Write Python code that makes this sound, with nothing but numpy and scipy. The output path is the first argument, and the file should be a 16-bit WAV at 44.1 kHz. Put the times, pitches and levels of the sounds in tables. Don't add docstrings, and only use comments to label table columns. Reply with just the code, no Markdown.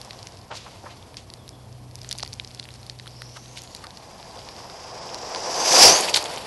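import sys
import numpy as np
from scipy import signal
from scipy.fft import rfft, irfft, next_fast_len
from scipy.io import wavfile
from scipy.ndimage import uniform_filter1d, map_coordinates

SR = 44100
rng = np.random.default_rng(int(sys.argv[2]) if len(sys.argv) > 2 else 0)


def wav_record(signal):
    frames = np.transpose(np.atleast_2d(signal))
    bounded = np.clip(frames, -1, 1)
    quanta = np.round(bounded * 32767).astype(np.int16)
    wavfile.write(sys.argv[1], SR, quanta)


def voltage_ratio(level):
    return 10 ** (np.asarray(level, float) / 20)


N = 284886

# pitch_hz, level_db (per Hz)
TRAFFIC_COLOUR = [(15, -47), (25, -15), (123, -7), (229, -10.5), (565, -18), (875, -22), (1750, -35.5),
                  (3340, -51), (11800, -34), (15300, -71), (22000, -120)]
# time_s, second_order_db
MACHINE_LOAD = [
    (0, -54.5),
    (1.15, -54.5),
    (1.85, -42.5),
    (2.25, -48),
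    (3.2, -43.5),
    (3.6, -48),
    (3.75, -58.5),
    (6.46, -62),
]
# time_s, level_db
LORRY_DRONE = [
    (0, -52),
    (1.4, -54),
    (2.0, -54),
    (3.5, -58),
    (6.46, -63),
]
# time_s, rustle_db
BREEZE_LEVEL = [(0, -57), (.29, -55), (.46, -66), (.75, -59.5), (1.3, -68), (1.85, -71), (2.1, -51),
                (2.4, -58.5), (3.1, -58.5), (3.75, -54.5), (3.95, -61), (4.5, -55.5), (5.5, -65),
                (6.12, -42), (6.46, -56)]
# pitch_hz, width_hz, level_db
RUSTLING_LEAVES = [
    (3270, 2500, -3.5),
    (4460, 960, 1.5),
    (5700, 1100, -1.5),
]
# peak_s, rise_s, fall_s, level_db, centre_hz
BROAD_SCRAPES = [(.517, .0097, 0.021, -31.5, 820), (.515, 0.0049, 0.023, -40, 2900),
                 (.572, 0.031, .014, -37.5, 4200), (.6, .043, 0.14, -46, 3440),
                 (.668, 0.0085, .017, -42, 900), (.845, .009, .008, -41, 700),
                 (.863, .0051, 0.018, -36, 990), (.915, 0.024, .02, -46, 3100),
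                 (1.172, .0024, 0.03, -42, 4000), (3.37, .011, 0.011, -42.5, 3900),
                 (3.369, .0074, 0.01, -37.5, 930), (3.843, 0.0052, 0.014, -41, 1100),
                 (3.582, 0.018, .015, -38.5, 3900), (6.168, .02, .013, -24, 6500),
                 (6.17, .02, .013, -30, 1600), (.52, .006, .015, -46, 1900)]
# peak_s, rise_s, fall_s, level_db, centre_hz
FLUNG_LEAVES = [
    (6.1445, .0038, .0038, -11, 4400),
    (6.172, 0.019, 0.014, -20, 4380),
    (6.009, .0015, .002, -19, 9200),
    (6.097, .004, .005, -25, 6300),
    (6.088, .01, 0.0095, -25, 2700),
]
# start_s, peak_db, pitch_hz
FLAT_LEAVES = [(.19, -29, 4440), (.229, -24.5, 4990), (.3719, -31.5, 5000), (1.1697, -19.5, 4840),
               (1.3016, -26.5, 4500), (2.0163, -24, 5040), (2.0908, -17.5, 6570), (2.1167, -16, 4630),
               (2.2043, -22, 4550), (2.2285, -14, 4320), (2.2492, -24, 4420), (2.3309, -18.5, 4790),
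               (2.4475, -23, 4700), (2.475, -27, 5250), (2.5974, -16.5, 4200), (2.6284, -28.5, 3840),
               (6.161, -2, 4120), (2.8308, -31, 4570), (2.8977, -17.5, 4420), (2.989, -29, 4550),
               (3.5903, -26, 5230), (3.8687, -24, 4430), (3.9067, -28.5, 4230), (3.9727, -25, 4730),
               (4.391, -29, 4500), (4.565, -29, 4840), (5.1452, -16, 4950), (5.3601, -16.5, 4510),
               (6.2414, -15.5, 6530), (6.2575, -18, 3430)]
# start_s, peak_db, pitch_hz
BRITTLE_LEAVES = [(.015, -23, 4570), (.0487, -31, 5300), (1.3381, -24, 4480), (1.479, -30, 4040),
                  (1.4916, -24.5, 5050), (1.9555, -22, 5400), (2.0322, -32, 4900), (2.1124, -15, 3970),
                  (2.1272, -14, 4650), (2.1796, -26, 6510), (2.1856, -19, 4900), (2.1905, -26, 5980),
                  (2.2767, -26.5, 4590), (2.3378, -23, 5640), (2.5477, -25.5, 4970), (2.64, -31, 4640),
                  (2.74, -31, 4920), (2.8654, -30, 4530), (3.0766, -26, 3560), (3.5831, -27, 5070),
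                  (3.6192, -26, 5540), (3.6365, -27, 6520), (3.7493, -21, 4440), (3.7636, -29, 5910),
                  (6.2262, -19, 4860), (6.3808, -24, 3840)]
# start_s, peak_db, pitch_hz, hollow_pitch_hz
CURLED_LEAVES = [(.1082, -22, 4300, 2120), (.1319, -28.5, 4800, 1040), (.2709, -22, 5830, 2450),
                 (2.0464, -27, 4330, 1680), (2.1521, -30.5, 3900, 865), (2.2325, -14.5, 5250, 915),
                 (2.262, -28, 4840, 2030), (2.3982, -15.5, 3700, 2200), (2.998, -25, 4200, 1860),
                 (4.2283, -30, 4440, 1940), (4.4883, -25.5, 4350, 2060), (4.699, -27.5, 4550, 1450),
                 (5.092, -27, 3300, 2500), (5.3483, -14.5, 4760, 2300), (6.1453, -5.5, 4180, 2120),
                 (6.3746, -22.5, 3200, 836)]
# start_s, peak_db, pitch_hz, hollow_pitch_hz
LARGE_LEAVES = [(1.1435, -36, 4050, 2220), (2.1967, -26.5, 4300, 2220), (2.6542, -34, 3260, 1980),
                (2.6887, -31.5, 3160, 2000), (3.0598, -36, 3430, 1390), (3.0695, -34, 4000, 1400),
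                (3.2198, -24, 4400, 1640), (3.369, -30.5, 3800, 1300), (3.5737, -25.5, 3550, 2400),
                (3.8406, -29.5, 4530, 1340), (3.8447, -32, 4350, 1530), (6.1724, -10, 4400, 2120)]
# start_s, peak_db, pitch_hz
FAINTER_FLAT_LEAVES = [(.3226, -35, 5120), (.39, -36, 5000), (.415, -36, 4800), (1.0265, -35, 3460),
                       (1.7272, -36, 5450), (1.912, -36, 4780), (1.9888, -35, 4320), (2.3257, -32, 4190),
                       (2.508, -34, 3880), (2.5139, -32, 4950), (2.5744, -37, 3460), (2.5929, -33, 4350),
                       (2.706, -33, 4020), (2.7166, -35, 4980), (3.4587, -32, 4060), (3.6751, -31, 4190),
                       (3.7685, -31, 4390), (4.2, -36, 3500), (4.3118, -32, 4700), (4.373, -33, 3600),
                       (4.417, -33, 3500), (6.362, -20, 5800)]
# time_s, still_to_go_m (negative once past)
TRUCK_PLACE = [(0, 21), (.5, 39), (.75, 28), (1.8, 59), (3.2, 57), (3.8, 28), (4.3, 17), (5.0, 8.5),
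               (5.6, 2), (5.845, 0), (6.1, -2.5), (6.46, -6.5)]
# start_s, length_s, first_pitch_hz, last_pitch_hz, level_db
THROTTLE_SQUEEZES = [
    (1.377, .09, 3600, 3250, -53),
    (1.51, .17, 3420, 3300, -57),
    (1.7, .2, 3280, 3150, -64),
    (3.06, .8, 4900, 7500, -47),
]
# time_s, pitch_hz
WHINE_PITCH = [
    (4.1, 5250),
    (5.1, 5250),
    (5.4, 5700),
    (5.7, 6200),
    (5.78, 5900),
    (5.83, 5150),
    (5.91, 5910),
    (5.96, 6380),
    (6.05, 6470),
]
# pitch_hz, level_db (per Hz)
TYRE_COLOUR = [(60, -47), (170, -15.5), (230, -18), (360, -8.5), (440, -6), (520, -1), (580, -5.5),
               (660, 0), (900, -3.5), (1060, -4), (1270, -13.5), (1750, -17), (3000, -26)]
# pitch_hz, level_db (per Hz)
STONE_COLOUR = [(500, -27), (1200, -4.5), (1600, -3.5), (2400, -0.5), (3600, -1), (5000, -4.5), (9000, -30)]
# pitch_hz, level_db (per Hz)
SPRAY_COLOUR = [(4000, -15), (7000, 2.5), (10000, 0), (11600, 0), (12500, -38), (15800, -32)]
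# pitch_hz, level_db (per Hz)
SHELL_COLOUR = [(3000, -25), (4450, -10.5), (4780, 1), (5200, -3.5), (5700, -4.5), (6300, -9), (8500, -20)]

PASS_S = 5.9
MISS_M = 0.49
DOPPLER = 0.027


def unit(x):
    return x / np.sqrt(np.mean(x ** 2) + 1e-20)


def curves(rows):
    s, *columns = np.transpose(rows)
    return [np.interp(np.arange(N) / SR, s, column) for column in columns]


def wobble(rate):
    knots = rng.standard_normal(int(N * rate / SR) + 4)
    return map_coordinates(knots, [np.arange(N) * rate / SR])


def filtered(x, response):
    m = next_fast_len(len(x) + 8192)
    spectrum = rfft(x, m) * response(np.fft.rfftfreq(m, 1 / SR))
    return unit(irfft(spectrum, m)[:len(x)])


def colour(points):
    f, db = np.transpose(points)
    return lambda hz: voltage_ratio(np.interp(np.log(hz + 1), np.log(f), db, left=-120, right=-120))


def lowered(points):
    return lambda hz: colour(points)(hz * (1 + DOPPLER) / (1 - DOPPLER))


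def peak(f, centre_hz, width_hz):
    return 1j * f * width_hz / (centre_hz ** 2 - f * f + 1j * f * width_hz)


def grit(size, spiky_db):
    return rng.standard_normal(size) * voltage_ratio(spiky_db * rng.exponential(size=size))


def smeared(hz, smear_hz):
    turn = 2 * np.pi * np.cumsum(hz) / SR
    return wobble(smear_hz) * np.cos(turn) + wobble(smear_hz) * np.sin(turn)


def heard(close_db, coming, leaving, carried_db, far_db):
    ahead_m, = curves(TRUCK_PLACE)
    breeze_db, = curves(BREEZE_LEVEL)
    spread = MISS_M / np.hypot(MISS_M, ahead_m)
    direct = voltage_ratio(close_db) * spread ** np.where(ahead_m > 0, coming, leaving)
    carried = voltage_ratio(carried_db) * spread * (ahead_m > 0)
    hiss = voltage_ratio(far_db + 0.5 * (breeze_db + 59))
    return np.hypot(np.hypot(direct, carried), hiss)


def distance():
    second_db, = curves(MACHINE_LOAD)
    turn = 2 * np.pi * np.cumsum(61.5 + 0.25 * wobble(3.78)) / SR
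    first = voltage_ratio(-56 + 0.4 * (second_db + 49.5) + 2.1 * wobble(8.8)) * np.sin(turn)
    second = voltage_ratio(second_db + 1.5 + 0.39 * wobble(5.9)) * np.sin(2 * turn)
    wake = voltage_ratio(-38.5) * np.exp(-((np.arange(N) / SR - 5.87) / 0.053) ** 2)
    lorry = voltage_ratio(curves(LORRY_DRONE)[0] + 1.5 * wobble(2.5))
    drone = (lorry + wake) * filtered(rng.standard_normal(N), lambda f: peak(f, 97, 25) ** 2)
    traffic = voltage_ratio(-50.5 + 0.53 * wobble(2.4)) * filtered(rng.standard_normal(N), colour(TRAFFIC_COLOUR))
    return first + second + drone + traffic


def rustle():
    chance = 160 / SR * voltage_ratio(3.4 * wobble(14))
    total = np.zeros(N)
    for hz, width_hz, db in RUSTLING_LEAVES:
        impacts = (rng.random(N) < chance) * grit(N, spiky_db=1.0)
        total += voltage_ratio(db) * filtered(impacts, lambda f: peak(f, hz, width_hz) ** 2)
    return voltage_ratio(curves(BREEZE_LEVEL)[0] - 4.0) * total


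def scrapes():
    out, t = np.zeros(N + SR), np.arange(-SR // 10, SR // 5) / SR
    rows = [(*row, 1.45) for row in BROAD_SCRAPES] + [(*row, 0.61) for row in FLUNG_LEAVES]
    for s, rise, fall, db, hz, width in rows:
        ringing = lambda f: peak(f, hz, width * hz) ** 2 / (1 + (f / (2.24 * hz)) ** 4)
        body = filtered(grit(len(t), spiky_db=2.5), ringing)
        swell = np.where(t < 0, np.exp(-(t / rise) ** 2), np.exp(-t / fall))
        out[round(s * SR) - SR // 10:][:len(t)] += voltage_ratio(db) * swell * body
    return out[:N]


def ring(hz, cycles):
    t = np.arange(256) / SR
    return np.sin(2 * np.pi * hz * t) * np.exp(-t * hz / cycles) * (1 - np.exp(-t / 0.00008))


def ticks():
    out = np.zeros(N + 512)
    # its ticks, brittle_db, hollow_db
    kinds = [(FLAT_LEAVES, -21, -24), (BRITTLE_LEAVES, -7.5, -28), (CURLED_LEAVES, -24, -9),
             (LARGE_LEAVES, -6, -2.7), (FAINTER_FLAT_LEAVES, -20, -25)]
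    for rows, brittle_db, hollow_db in kinds:
        for s, db, hz, *rest in rows:
            hollow_hz = rest[0] if rest else hz / 2.5
            u = rng.random(3)
            brittle = ring(9000 + 2200 * u[0], 1.6)
            hollow = ring(hollow_hz, 0.95)
            snap = ring(hz, 1.56) - voltage_ratio(brittle_db + 4.5) * brittle - voltage_ratio(hollow_db + 1.0) * hollow
            echo_s = s + 0.0005 + 0.0012 * u[1]
            out[round(s * SR):][:len(snap)] += voltage_ratio(db + 5.5) * snap
            out[round(echo_s * SR):][:len(snap)] += voltage_ratio(db + 1.0 - 5.5 * u[2]) * snap
    return out[:N]


def whine():
    t = np.arange(N) / SR
    start_s, end_s = WHINE_PITCH[0][0], WHINE_PITCH[-1][0]
    engaged = np.interp(t, [start_s, start_s + 0.4, end_s - 0.07, end_s], [0, 1, 1, 0])
    teeth = heard(close_db=-11, coming=1.9, leaving=1.5, carried_db=-26, far_db=-90)
    out = engaged * teeth * smeared(curves(WHINE_PITCH)[0], 850)
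    for (s, length, first_hz, last_hz, db), smear_hz in zip(THROTTLE_SQUEEZES, (350, 280, 280, 1100)):
        u = np.clip((t - s) / length, 0, 1)
        squeeze = np.minimum(u / 0.18, 1) * voltage_ratio(db - 13 * u) * np.minimum(8 * (1 - u), 1)
        out += squeeze * smeared(first_hz * (last_hz / first_hz) ** u, smear_hz)
    return out


def truck():
    t = np.arange(N) / SR
    jolt = 1.44 * wobble(70) + 0.47 * wobble(220)
    past = 0.5 + 0.5 * np.tanh((t - PASS_S) / 0.032)
    stones = heard(close_db=-15.5, coming=1.7, leaving=1.25, carried_db=-26.5, far_db=-58.5)
    gravel = stones * voltage_ratio(jolt) * filtered(grit(N, spiky_db=2.0), colour(STONE_COLOUR))
    spray = heard(close_db=-17.5, coming=1.8, leaving=1.45, carried_db=-42, far_db=-62.5)
    fizz = spray * voltage_ratio(jolt) * filtered(grit(N, spiky_db=2.2), colour(SPRAY_COLOUR))

    tread_coming = filtered(grit(N, spiky_db=1.56), colour(TYRE_COLOUR))
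    tread_leaving = filtered(grit(N, spiky_db=1.8), lowered(TYRE_COLOUR))
    tread = np.sqrt(1 - past) * tread_coming + np.sqrt(past) * tread_leaving
    tyres = heard(close_db=-15, coming=1, leaving=0.98, carried_db=-40, far_db=-65)
    roar = tyres * voltage_ratio(1.17 * wobble(40)) * tread

    facing = np.clip((t - 3.8) / 0.32, 0, 1)
    blurred = filtered(grit(N, spiky_db=2.5), lambda f: peak(f, 5030, 2300) ** 2)
    shell_coming = filtered(grit(N, spiky_db=1.6), colour(SHELL_COLOUR))
    shell_leaving = filtered(grit(N, spiky_db=1.9), lambda f: lowered(SHELL_COLOUR)(f) ** 1.35)
    shell = np.sqrt(1 - past) * shell_coming + np.sqrt(past) * shell_leaving
    gearbox = heard(close_db=-6.5, coming=1.6, leaving=1.75, carried_db=-22.5, far_db=-59.5)
    gears = gearbox * voltage_ratio(jolt - 2.15) * (np.sqrt(1 - facing) * blurred + np.sqrt(facing) * shell)

    brief_dip = voltage_ratio(-8 * np.exp(-((t - 6.125) / 0.012) ** 2))
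    return roar + brief_dip * (gravel + fizz + gears)


def scene():
    background = distance() + rustle()
    leaves = scrapes() + ticks()
    return (background + leaves + whine() + truck())[None]


def masked(x, below_db):
    hz, _, z = signal.stft(x, SR, nperseg=2048)
    power = np.abs(z) ** 2
    middle = power[:, hz > 400].sum(axis=1, keepdims=True)
    faint = uniform_filter1d(power, size=7, axis=1) < middle * voltage_ratio(2 * below_db)
    kept = z * ~(faint & (hz > 8600)[:, None])
    return signal.istft(kept, SR, nperseg=2048)[1][:, :N]


def low_pass(x):
    return signal.sosfilt(signal.butter(12, 15960, fs=SR, output="sos"), x)


def record(dry):
    flattened = dry / (1 + np.abs(dry / 0.66) ** 8) ** (1 / 8)
    spectrum, hz = rfft(flattened), np.fft.rfftfreq(N, 1 / SR)
    split_hz = 11760
    lower = masked(irfft(spectrum * (hz < split_hz), N), below_db=-46.3)
    top = voltage_ratio(-9.5) * irfft(spectrum * (hz >= split_hz) * (hz < 15800), N)
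    level = np.sqrt(np.abs(uniform_filter1d(flattened ** 2, size=3000)))
    top_open = uniform_filter1d((level > voltage_ratio(-11.8)) * 1.0, size=600)
    return low_pass(lower + top_open * top)


dry = scene()
out = record(dry)
wav_record(out)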